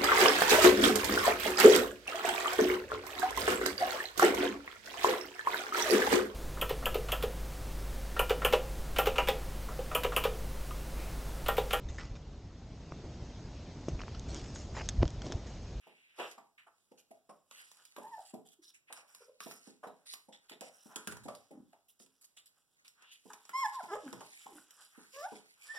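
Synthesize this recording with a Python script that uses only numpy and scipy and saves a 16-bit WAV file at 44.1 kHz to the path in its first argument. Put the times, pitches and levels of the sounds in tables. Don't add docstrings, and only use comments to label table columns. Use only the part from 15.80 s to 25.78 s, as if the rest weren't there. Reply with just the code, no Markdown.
import sys
import numpy as np
from scipy import signal
from scipy.fft import rfft, irfft
from scipy.io import wavfile
from scipy.ndimage import map_coordinates

SR = 44100
rng = np.random.default_rng(int(sys.argv[2]) if len(sys.argv) > 2 else 0)


def log_audio(samples):
    frames = np.atleast_2d(samples).T
    limited = np.clip(frames, -1, 1)
    pcm = np.round(limited * 32767).astype(np.int16)
    wavfile.write(sys.argv[1], SR, pcm)


N = 440118
TIME_S = np.arange(N) / SR

# t/s, f/Hz, level/dB, overtones/dB
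YELP_CONTOUR = [(7.735, 1005, -41, 5.5), (7.755, 1050, -32.5, 0.5), (7.8, 1094, -38, 9.5),
                (7.821, 1065, -37.5, 6.5), (7.836, 1027, -27.5, -1), (7.845, 883, -36.5, 1.5),
                (7.861, 850, -33.5, 7), (7.884, 825, -45.5, -30), (7.936, 1104, -50.5, -11),
                (7.973, 1025, -37.5, -29.5), (7.992, 898, -45, -3.5), (8.012, 660, -39, -6.5)]
# t/s, swell/s, fade/s, first f/Hz, loudest f/Hz, last f/Hz, level/dB,
# overtones/dB, roughness/0-1
SHORT_CALLS = [(2.21, 0.043, 0.06, 855, 885, 940, -52.5, -10, 0.54),
               (2.308, 0.029, 0.041, 1000, 904, 846, -46.5, -3, 0.1),
               (2.368, 0.023, 0.026, 839, 736, 656, -49, -16.5, 0.9),
               (2.785, 0.011, 0.014, 410, 343, 305, -62.5, -45, 0.2),
               (3.403, 0.01, 0.027, 522, 490, 445, -61, -17, 0.77),
               (3.48, 0.013, 0.012, 552, 519, 490, -54, -23, 0.42),
               (5.715, 0.031, 0.13, 271, 264.5, 243.6, -56.5, -26, 0.95),
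               (8.078, 0.029, 0.018, 354, 335, 340, -57.5, 2.5, 0.16),
               (8.108, 0.029, 0.019, 366, 422, 425, -40.5, -3.5, 0.23),
               (8.142, 0.011, 0.049, 637, 623, 568, -44, -6, 0.9),
               (8.232, 0.0386, 0.039, 338, 265, 230, -44.5, -20, 0.27),
               (8.681, 0.062, 0.08, 461, 316, 255, -62, -17.5, 0.96),
               (9.335, 0.075, 0.025, 520.4, 588.4, 670, -47, -4, 0.18),
               (9.42, 0.033, 0.025, 632, 751, 937, -38, -4.5, 0.07),
               (9.886, 0.023, 0.026, 1740, 1775, 1870, -41.5, -11, 0),
               (9.935, 0.037, .04, 1886, 1814, 1700, -44.5, 3.5, 0.2)]
# t/s, knock level/dB, weight (thud over knock)/dB
PAD_LANDINGS = [(0.065, -69, -4), (0.575, -63, -12), (1.112, -70, -1.5), (1.305, -64, -8.5),
                (1.489, -61.5, -9), (2.176, -58, -3.5), (2.535, -58, 3.5), (3.66, -60, 0.5),
                (3.87, -73.5, 10), (4.066, -59.5, -4.5), (4.482, -67, -3), (4.711, -68.5, 2.5),
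                (4.808, -57.5, -8), (5.055, -75, 9), (5.159, -67, 5.5), (5.271, -68, 11.5), (5.454, -62, 4),
                (5.478, -52, -13), (5.706, -65, -2), (5.925, -71, -18.5), (6.2, -84, 10.5),
                (7.453, -70.5, 3.5), (7.497, -60.5, -42), (8.03, -57.5, -10.5), (8.325, -60.5, 2),
                (8.405, -60, -12.5), (8.657, -59, -13), (9.176, -75, 9.5), (9.518, -63.5, 4)]
# t/s, snap level/dB, knock over snap/dB
CLAW_CATCHES = [(0.512, -65, -12.5), (1.71, -66, -3.5), (1.914, -68, -9), (2.051, -67, -41),
                (2.163, -67, 6), (3.125, -55.5, -9.5), (3.173, -70, -3), (3.347, -64.5, -12),
                (3.603, -59.5, 1.5), (3.71, -63, -2.5), (4.336, -55.5, -12.5), (4.695, -64.5, -7.5),
                (4.808, -58, -10.5), (5.158, -49.5, -6.5), (5.272, -50.5, -2.5), (5.321, -62.5, 2),
                (5.368, -66.5, -1.5), (5.549, -62.5, -25), (6.198, -74, -7), (6.261, -78.5, -14),
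                (6.442, -72.5, -23), (6.57, -75, -3.5), (7.079, -67, -37), (7.222, -74, -7.5),
                (7.532, -63, -3), (7.651, -71, -6.5), (7.692, -63.5, 1), (8.277, -76, 13),
                (8.327, -61.5, -2.5), (8.406, -69, 1), (8.906, -67.5, -18)]
# t/s, rise/s, fade/s, level/dB, centre f/Hz, relative hiss/dB
ROUGH_BURSTS = [(0, 0.035, 1, -67, 2540, -16), (0.377, 0.026, 0.045, -42, 590, -15),
                (0.383, 0.017, 0.064, -45, 2650, -46), (0.385, 0.021, 0.068, -49, 1350, -11),
                (0.777, 0.006, 0.049, -58.5, 2250, -12.5), (0.864, 0.006, 0.022, -57, 990, -15),
                (2.937, 0.0076, 0.038, -65, 2610, 4), (3.068, 0.056, 0.025, -57.5, 2280, -16),
                (3.098, 0.006, 0.026, -53.5, 720, -16.5), (3.164, .01, 0.065, -60.5, 820, -18),
                (4.03, 0.0082, 0.029, -46, 765, -17), (5.08, 0.047, 0.08, -57.5, 1030, -20),
                (5.269, 0.004, 0.2, -58, 120, -20), (8.322, 0.0054, 0.062, -60, 140.5, -24),
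                (7.149, 0.09, 0.029, -63, 1440, -23), (7.18, 0.15, 0.037, -60, 2940, -23),
                (9.11, 0.032, 0.15, -65.5, 1540, -10), (9.739, 0.33, 0.1, -61.5, 1160, -19),
                (9.938, 0.014, 0.041, -54, 820, -2)]
# t/s, length/s, level/dB, tilt/(dB/octave)
CRUMPLES = [(0.355, 0.17, -57.5, -3.5), (1.174, 0.025, -63, -2.0), (1.705, 0.11, -57.5, -2.5),
            (2.14, 0.36, -71.5, 2), (2.451, 0.056, -60.5, -1), (2.646, 0.09, -63, 2.5),
            (2.816, 0.085, -62, 3), (3.149, 0.062, -61, -1.5), (3.262, 0.2, -66.5, 2.5),
            (3.595, 0.14, -55, 0), (3.735, 0.17, -63.5, 1), (4.255, 0.08, -50, 0), (4.521, 0.037, -57, -5),
            (4.684, 0.056, -55.5, -9), (4.812, 0.078, -61, -3), (4.9, 0.23, -65.5, 6.5),
            (5.308, 0.018, -52, -1.5), (5.434, 0.012, -58, 5.5), (6.082, 0.02, -62, 6),
            (6.191, 0.045, -60, 6), (6.41, 0.034, -56, 6.5), (6.565, 0.026, -57, -1.5),
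            (6.657, 0.011, -59.5, -0.5), (7.045, 0.033, -63.5, 0.5), (7.312, 0.022, -57, -2.5),
            (7.753, 0.14, -58, 1), (7.924, 0.033, -54, -0.5), (8.11, 0.043, -56, 0), (8.5, 0.15, -62.5, -1),
            (9.007, 0.05, -62.5, 1.5), (9.316, 0.13, -55.5, -4.5), (9.553, 0.011, -56.5, -7),
            (9.79, 0.22, -60, -5.5)]
# t/s, level/dB
LITTER_STIR = [(0, -79), (1.65, -87.5), (1.85, -63), (2.45, -71.5), (2.65, -99), (3.4, -74), (4.6, -80.5),
               (5.2, -69.5), (5.55, -66.5), (5.8, -83.5), (6.9, -80.5), (7.4, -67.5), (8.3, -63),
               (8.95, -65.5), (9.98, -62.5)]
# f/Hz, width/Hz, level/dB
FLOOR_RESONANCES = [(135.6, 4.6, -14), (177, 8.8, -4.5), (209, 41, -5), (245.5, 66, 3), (333.5, 33, -5.5),
                    (417.6, 19, 0)]
# delay/s, gain
WALL_ECHOES = [(.0023, 0.15), (.0041, -0.086), (.0067, .15)]
# f/Hz, level/dB
THROAT_SPECTRUM = [(80, -42.5), (250, -6.5), (1000, 1.5), (1650, -6), (2150, -7.5), (2650, -36.5),
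                   (3300, -27.5), (4100, -31.5), (5300, -17), (6400, -35.5), (7400, -22), (8600, -36),
                   (12800, -33), (15000, -57)]
BOARD_SPECTRUM = [(70, -40.5), (400, 2), (900, -1), (1600, -6), (2200, 2.5), (3500, -12), (8000, -39.5)]
PAPER_SPECTRUM = [(100, -61.5), (1200, -23), (2000, -3), (3100, -0.5), (4200, -1), (5300, -1), (6500, 0),
                  (10000, 2.5), (12500, -7), (15500, -15.5)]
FUR_SPECTRUM = [(60, -49.5), (250, -8), (900, 5.5), (1500, 12), (3500, -7), (8000, -58)]
AIR_SPECTRUM = [(25, -11), (120, -6), (1500, -14), (2200, -21), (4300, -17), (8000, -15.5), (15000, -19.5)]
# f/Hz, side over mid/dB
SIDE_SPECTRUM = [(60, 6.5), (150, -0.5), (350, -6), (700, -8.5), (1100, -15), (1700, 0), (10000, 0)]
# f/Hz, level/dB
LEFT_RESPONSE = [(2000, -0.5), (14000, -4.5)]

CLAW_HZ, CLAW_RISE_S = 1323, 0.00118
CLICK_SHARE = 0.4
TOP_HZ = 15800


def voices():
    out = np.zeros(N)
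    add(out, *cry(yelp()))
    for call in SHORT_CALLS:
        add(out, *cry(whimper(*call)))
    return out


def cry(contour, jitter=0.076, shimmer=0.81, growl_cycles=6.44, rasp_db=-9, edge_s=0.006):
    knots_s, *columns = np.transpose(contour)
    t = np.arange(knots_s[0] - edge_s, knots_s[-1] + edge_s, 1 / SR)
    n = len(t)
    hz, db, open_db, rough = (np.interp(t, knots_s, column) for column in columns)
    hz = hz * (1 + jitter * rough * walk(n, 350) + 0.0031 * walk(n, 160))
    phase = 2 * np.pi * np.cumsum(hz) / SR
    overtones = np.zeros(n)
    for k in range(2, 30):
        muffle = undb(np.minimum(open_db, 0) * np.log(k / 2) / 2)
        overtones += gain_at(k * hz, THROAT_SPECTRUM) * muffle * (k * hz < TOP_HZ) * np.sin(k * phase)
    tone = np.sqrt(2) * (np.sin(phase) + undb(open_db) * overtones / gain_at(hz, THROAT_SPECTRUM))
    breath = colour(rng.standard_normal(n), THROAT_SPECTRUM)
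    rasp = undb(rasp_db + open_db / 2) * rough * (1 + np.cos(phase)) * breath
    flutter = 1 + rough * np.cos(phase / growl_cycles) + shimmer * rough * walk(n, 200)
    ramp = np.clip(np.minimum(t - t[0], t[-1] - t) / (2 * edge_s), 0, 1)
    return t[0], (tone * flutter + rasp) * undb(db) * np.sin(np.pi / 2 * ramp) ** 2


def yelp(clean_hz=964, clean_rough=0.0043, rough_per_octave=0.13):
    return [(t_s, hz, db, open_db, clean_rough + rough_per_octave * max(np.log2(clean_hz / hz), 0))
            for t_s, hz, db, open_db in YELP_CONTOUR]


def whimper(start_s, swell_s, fade_s, first_hz, loudest_hz, last_hz, db, open_db, rough,
            opening_db=-4, closing_db=-14.5, slack_db=-17, slack_rough=0.11):
    contour = []
    for u in np.linspace(-1, 1, 9):
        span_s, end_hz, mouth_db = (
            (swell_s, first_hz, opening_db) if u < 0 else (fade_s, last_hz, closing_db))
        t_s = start_s + swell_s + u * span_s
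        hz = loudest_hz + abs(u) * (end_hz - loudest_hz)
        slack = u ** 2
        roughness = min(rough + slack_rough * slack, 1)
        contour.append((t_s, hz, db + slack_db * slack, open_db + mouth_db * slack, roughness))
    return contour


def steps(pad_hz=690, octaves_per_db=0.017):
    out = np.zeros(N)
    for start_s, db, weight_db in PAD_LANDINGS:
        knock_hz = pad_hz * 2 ** (-octaves_per_db * weight_db)
        pad = paw(knock_hz, knock_db=db, thud_db=db + weight_db, snap_db=db - 12,
                  rise_s=0.0071, linger_db=-15)
        add(out, start_s, pad)
    for start_s, db, board_db in CLAW_CATCHES:
        claw = paw(CLAW_HZ, knock_db=db + board_db, thud_db=db + board_db - 14.5, snap_db=db,
                   rise_s=CLAW_RISE_S, linger_db=-7.5)
        add(out, start_s, np.sqrt(1 - CLICK_SHARE) * claw)
    return out


def paw(knock_hz, knock_db, thud_db, snap_db, rise_s, linger_db, floor_low_hz=146.5):
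    t = TIME_S[:SR // 5]
    highpass = signal.butter(2, floor_low_hz, "high", fs=SR, output="sos")
    push = signal.sosfilt(highpass, contact(t, decay_s=0.0028, linger_db=-15))
    thud = sum(undb(db) * resonate(push, hz, 2 * width_hz, 2 * width_hz)
               for hz, width_hz, db in FLOOR_RESONANCES)
    blow = colour(contact(t, decay_s=0.008, linger_db=linger_db, rise_s=rise_s), BOARD_SPECTRUM)
    octaves = 0.34 * (np.linspace(-1, 1, 4) + rng.standard_normal(4) / 2)
    knock = sum(rng.choice([-1, 1]) * resonate(blow, hz, 0.15 * hz) for hz in knock_hz * 2 ** octaves)
    snap = colour(contact(t, decay_s=0.0084, linger_db=-13.5, rise_s=rise_s), crease())
    return unit(thud) * undb(thud_db) + unit(knock) * undb(knock_db) + unit(snap) * undb(snap_db)


def contact(t, decay_s, linger_db, rise_s=0.0018, linger_s=0.042):
    settling = np.exp(-t / decay_s) + undb(linger_db) * np.exp(-t / linger_s)
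    pressure = np.minimum(t / rise_s, 1) ** 2 * settling
    return grains(len(t), per_s=6000, spread_db=2) * pressure


def claw_clicks(decay_s=0.0013):
    out, t = np.zeros(N), TIME_S[:SR // 5]
    for start_s, db, board_db in CLAW_CATCHES:
        bite = rng.standard_normal(len(t)) * np.exp(-t / decay_s)
        snap = unit(colour(bite, crease()))
        knock = undb(board_db) * unit(resonate(colour(bite, BOARD_SPECTRUM), CLAW_HZ, CLAW_HZ))
        add(out, start_s + CLAW_RISE_S, np.sqrt(CLICK_SHARE) * undb(db) * (snap + knock))
    return out


def rough_bursts():
    out, t = np.zeros(N), TIME_S[:SR // 2]
    for start_s, rise_s, fade_s, db, hz, hiss_db in ROUGH_BURSTS:
        clicks = grains(len(t), per_s=4000, spread_db=1.7)
        width_hz = min(0.97 * hz, 1300)
        body = unit(resonate(clicks, hz, width_hz, width_hz))
        release = np.exp(-(np.maximum(t - rise_s, 0) / fade_s) ** 2)
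        envelope = waver(len(t)) * np.minimum(t / rise_s, 1) * release
        hiss = undb(hiss_db) * colour(clicks, crease())
        add(out, start_s, (body + hiss) * envelope * undb(db))
    return out


def waver(n, spread_db=3):
    return unit(undb(spread_db * walk(n, 45)))


def rustle(flurry_db=8, tick_db=-6, drag_db=-10, fidget_db=4, rub_db=-6, swell_share=0.19, release_s=0.013):
    creases = np.zeros(N)
    for hz in np.geomspace(1800, 15000, 16):
        buckles = resonate(grains(N, per_s=550, spread_db=2.9), hz, 0.25 * hz, 0.54 * hz)
        creases += buckles * undb(flurry_db * np.tanh(walk(N, 17))) / hz ** 0.18
    snaps = grains(N, per_s=40, spread_db=2.4)
    ticks = signal.fftconvolve(snaps, contact(TIME_S[:SR // 50], decay_s=0.002, linger_db=-30))[:N]
    crinkle = unit(creases) + undb(tick_db) * unit(ticks)
    fur = colour(grains(N, per_s=3000, spread_db=1.1), FUR_SPECTRUM)
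    drag = undb(drag_db) * unit(fur * undb(9.1 * walk(N, 23)))
    stir_db = np.interp(TIME_S, *np.transpose(LITTER_STIR)) + fidget_db * walk(N, 14)
    out = (unit(colour(crinkle, PAPER_SPECTRUM)) + drag) * undb(stir_db)
    for start_s, length_s, db, tilt_db in CRUMPLES:
        span = slice(int(start_s * SR), int((start_s + length_s) * SR) + SR // 5)
        t = TIME_S[span] - TIME_S[span][0]
        release = np.exp(-np.maximum(t - length_s, 0) / release_s)
        pressure = waver(len(t)) * np.minimum(t / (swell_share * length_s), 1) * release
        fold = unit(colour(crinkle[span], crease(tilt_db)))
        add(out, start_s, (fold + undb(rub_db) * drag[span]) * pressure * undb(db))
    return out


def crease(tilt_db_per_octave=0, spread_db=5):
    hz = np.geomspace(300, 15500, 24)
    db = 20 * np.log10(gain_at(hz, PAPER_SPECTRUM)) + tilt_db_per_octave * np.log2(hz)
    return np.transpose([hz, db + spread_db * rng.standard_normal(len(hz))])


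def box_echoes(sound, lag_ms=0.052):
    left = sound.copy()
    for delay_s, gain in WALL_ECHOES:
        add(left, delay_s, gain * sound)
    right = map_coordinates(left, [np.arange(N) - lag_ms * SR / 1000])
    return np.array([left, right])


def room_tail(x, t60_s=0.32, onset_s=0.013, treble_db=-7):
    t = TIME_S[:SR // 2]
    tail = rng.standard_normal(len(t)) * undb(-60 * t / t60_s) * np.clip(t / onset_s - 0.5, 0, 1)
    damping = gain_at(np.fft.rfftfreq(len(t), 1 / SR), [(1000, 0.019), (6000, treble_db)])
    response = irfft(rfft(tail / np.linalg.norm(tail)) * damping)
    return signal.fftconvolve(x, response)[:N]


def air(level_db=-81.5):
    return undb(level_db) * colour(rng.standard_normal(N), AIR_SPECTRUM)


def ports(mid, side):
    share = gain_at(np.fft.rfftfreq(2 * N, 1 / SR), SIDE_SPECTRUM)
    mid, side = rfft(mid, 2 * N), share * rfft(side, 2 * N)
    return irfft(np.array([mid + side, mid - side]) / np.sqrt(1 + share ** 2))[:, :N]


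def undb(db):
    return 10 ** (np.asarray(db) / 20)


def unit(x):
    return x / np.sqrt(np.mean(x ** 2) + 1e-30)


def add(out, start_s, x):
    i = max(int(start_s * SR), 0)
    out[i:i + len(x)] += x[:max(N - i, 0)]


def gain_at(hz, spectrum):
    knots_hz, db = np.transpose(spectrum)
    return undb(np.interp(np.log(np.maximum(hz, 1)), np.log(knots_hz), db))


def colour(x, spectrum, size=2048):
    cepstrum = irfft(np.log(gain_at(np.fft.rfftfreq(size, 1 / SR), spectrum)))
    cepstrum[1:size // 2] *= 2
    cepstrum[size // 2 + 1:] = 0
    response = irfft(np.exp(rfft(cepstrum)))
    return signal.fftconvolve(x, response / np.linalg.norm(response))[:len(x)]


def resonate(x, hz, *widths_hz):
    for width_hz in widths_hz:
        x = signal.lfilter(*signal.iirpeak(min(hz, SR / 2 - 2000), hz / width_hz, fs=SR), x)
    return x


def walk(n, turns_per_s):
    position = np.arange(n) / SR * turns_per_s
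    knots = int(position[-1]) + 2
    return np.interp(position, np.arange(knots), rng.standard_normal(knots))


def grains(n, per_s, spread_db):
    sizes = undb(spread_db * np.minimum(rng.exponential(size=n), 5))
    return unit((rng.random(n) < per_s / SR) * sizes * rng.choice([-1, 1], n))


def scene(room_db=-6):
    direct = voices() + claw_clicks()
    scattered = []
    for _ in ("mid", "side"):
        clamber = steps() + rough_bursts() + rustle()
        scattered.append(clamber + air() + undb(room_db) * room_tail(direct + clamber))
    return box_echoes(direct) + ports(*scattered)


def record(dry, port_delay_s=0.0004627, cross_feed=0.69, widen_ramp_hz=(1350, 1950)):
    hz = np.fft.rfftfreq(2 * N, 1 / SR)
    feed = np.interp(hz, widen_ramp_hz, [0, cross_feed])
    both = rfft(dry, 2 * N)
    opposite = np.exp(-2j * np.pi * hz * port_delay_s) * both[::-1]
    wide = irfft((both - feed * opposite) / np.sqrt(1 + feed ** 2))[:, :N]
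    wide[0] = irfft(rfft(wide[0], 2 * N) * gain_at(hz, LEFT_RESPONSE))[:N]
    lowpass = signal.ellip(10, 0.2, 70, TOP_HZ, fs=SR, output="sos")
    return signal.sosfilt(lowpass, wide)


dry = scene()
out = record(dry)
log_audio(out)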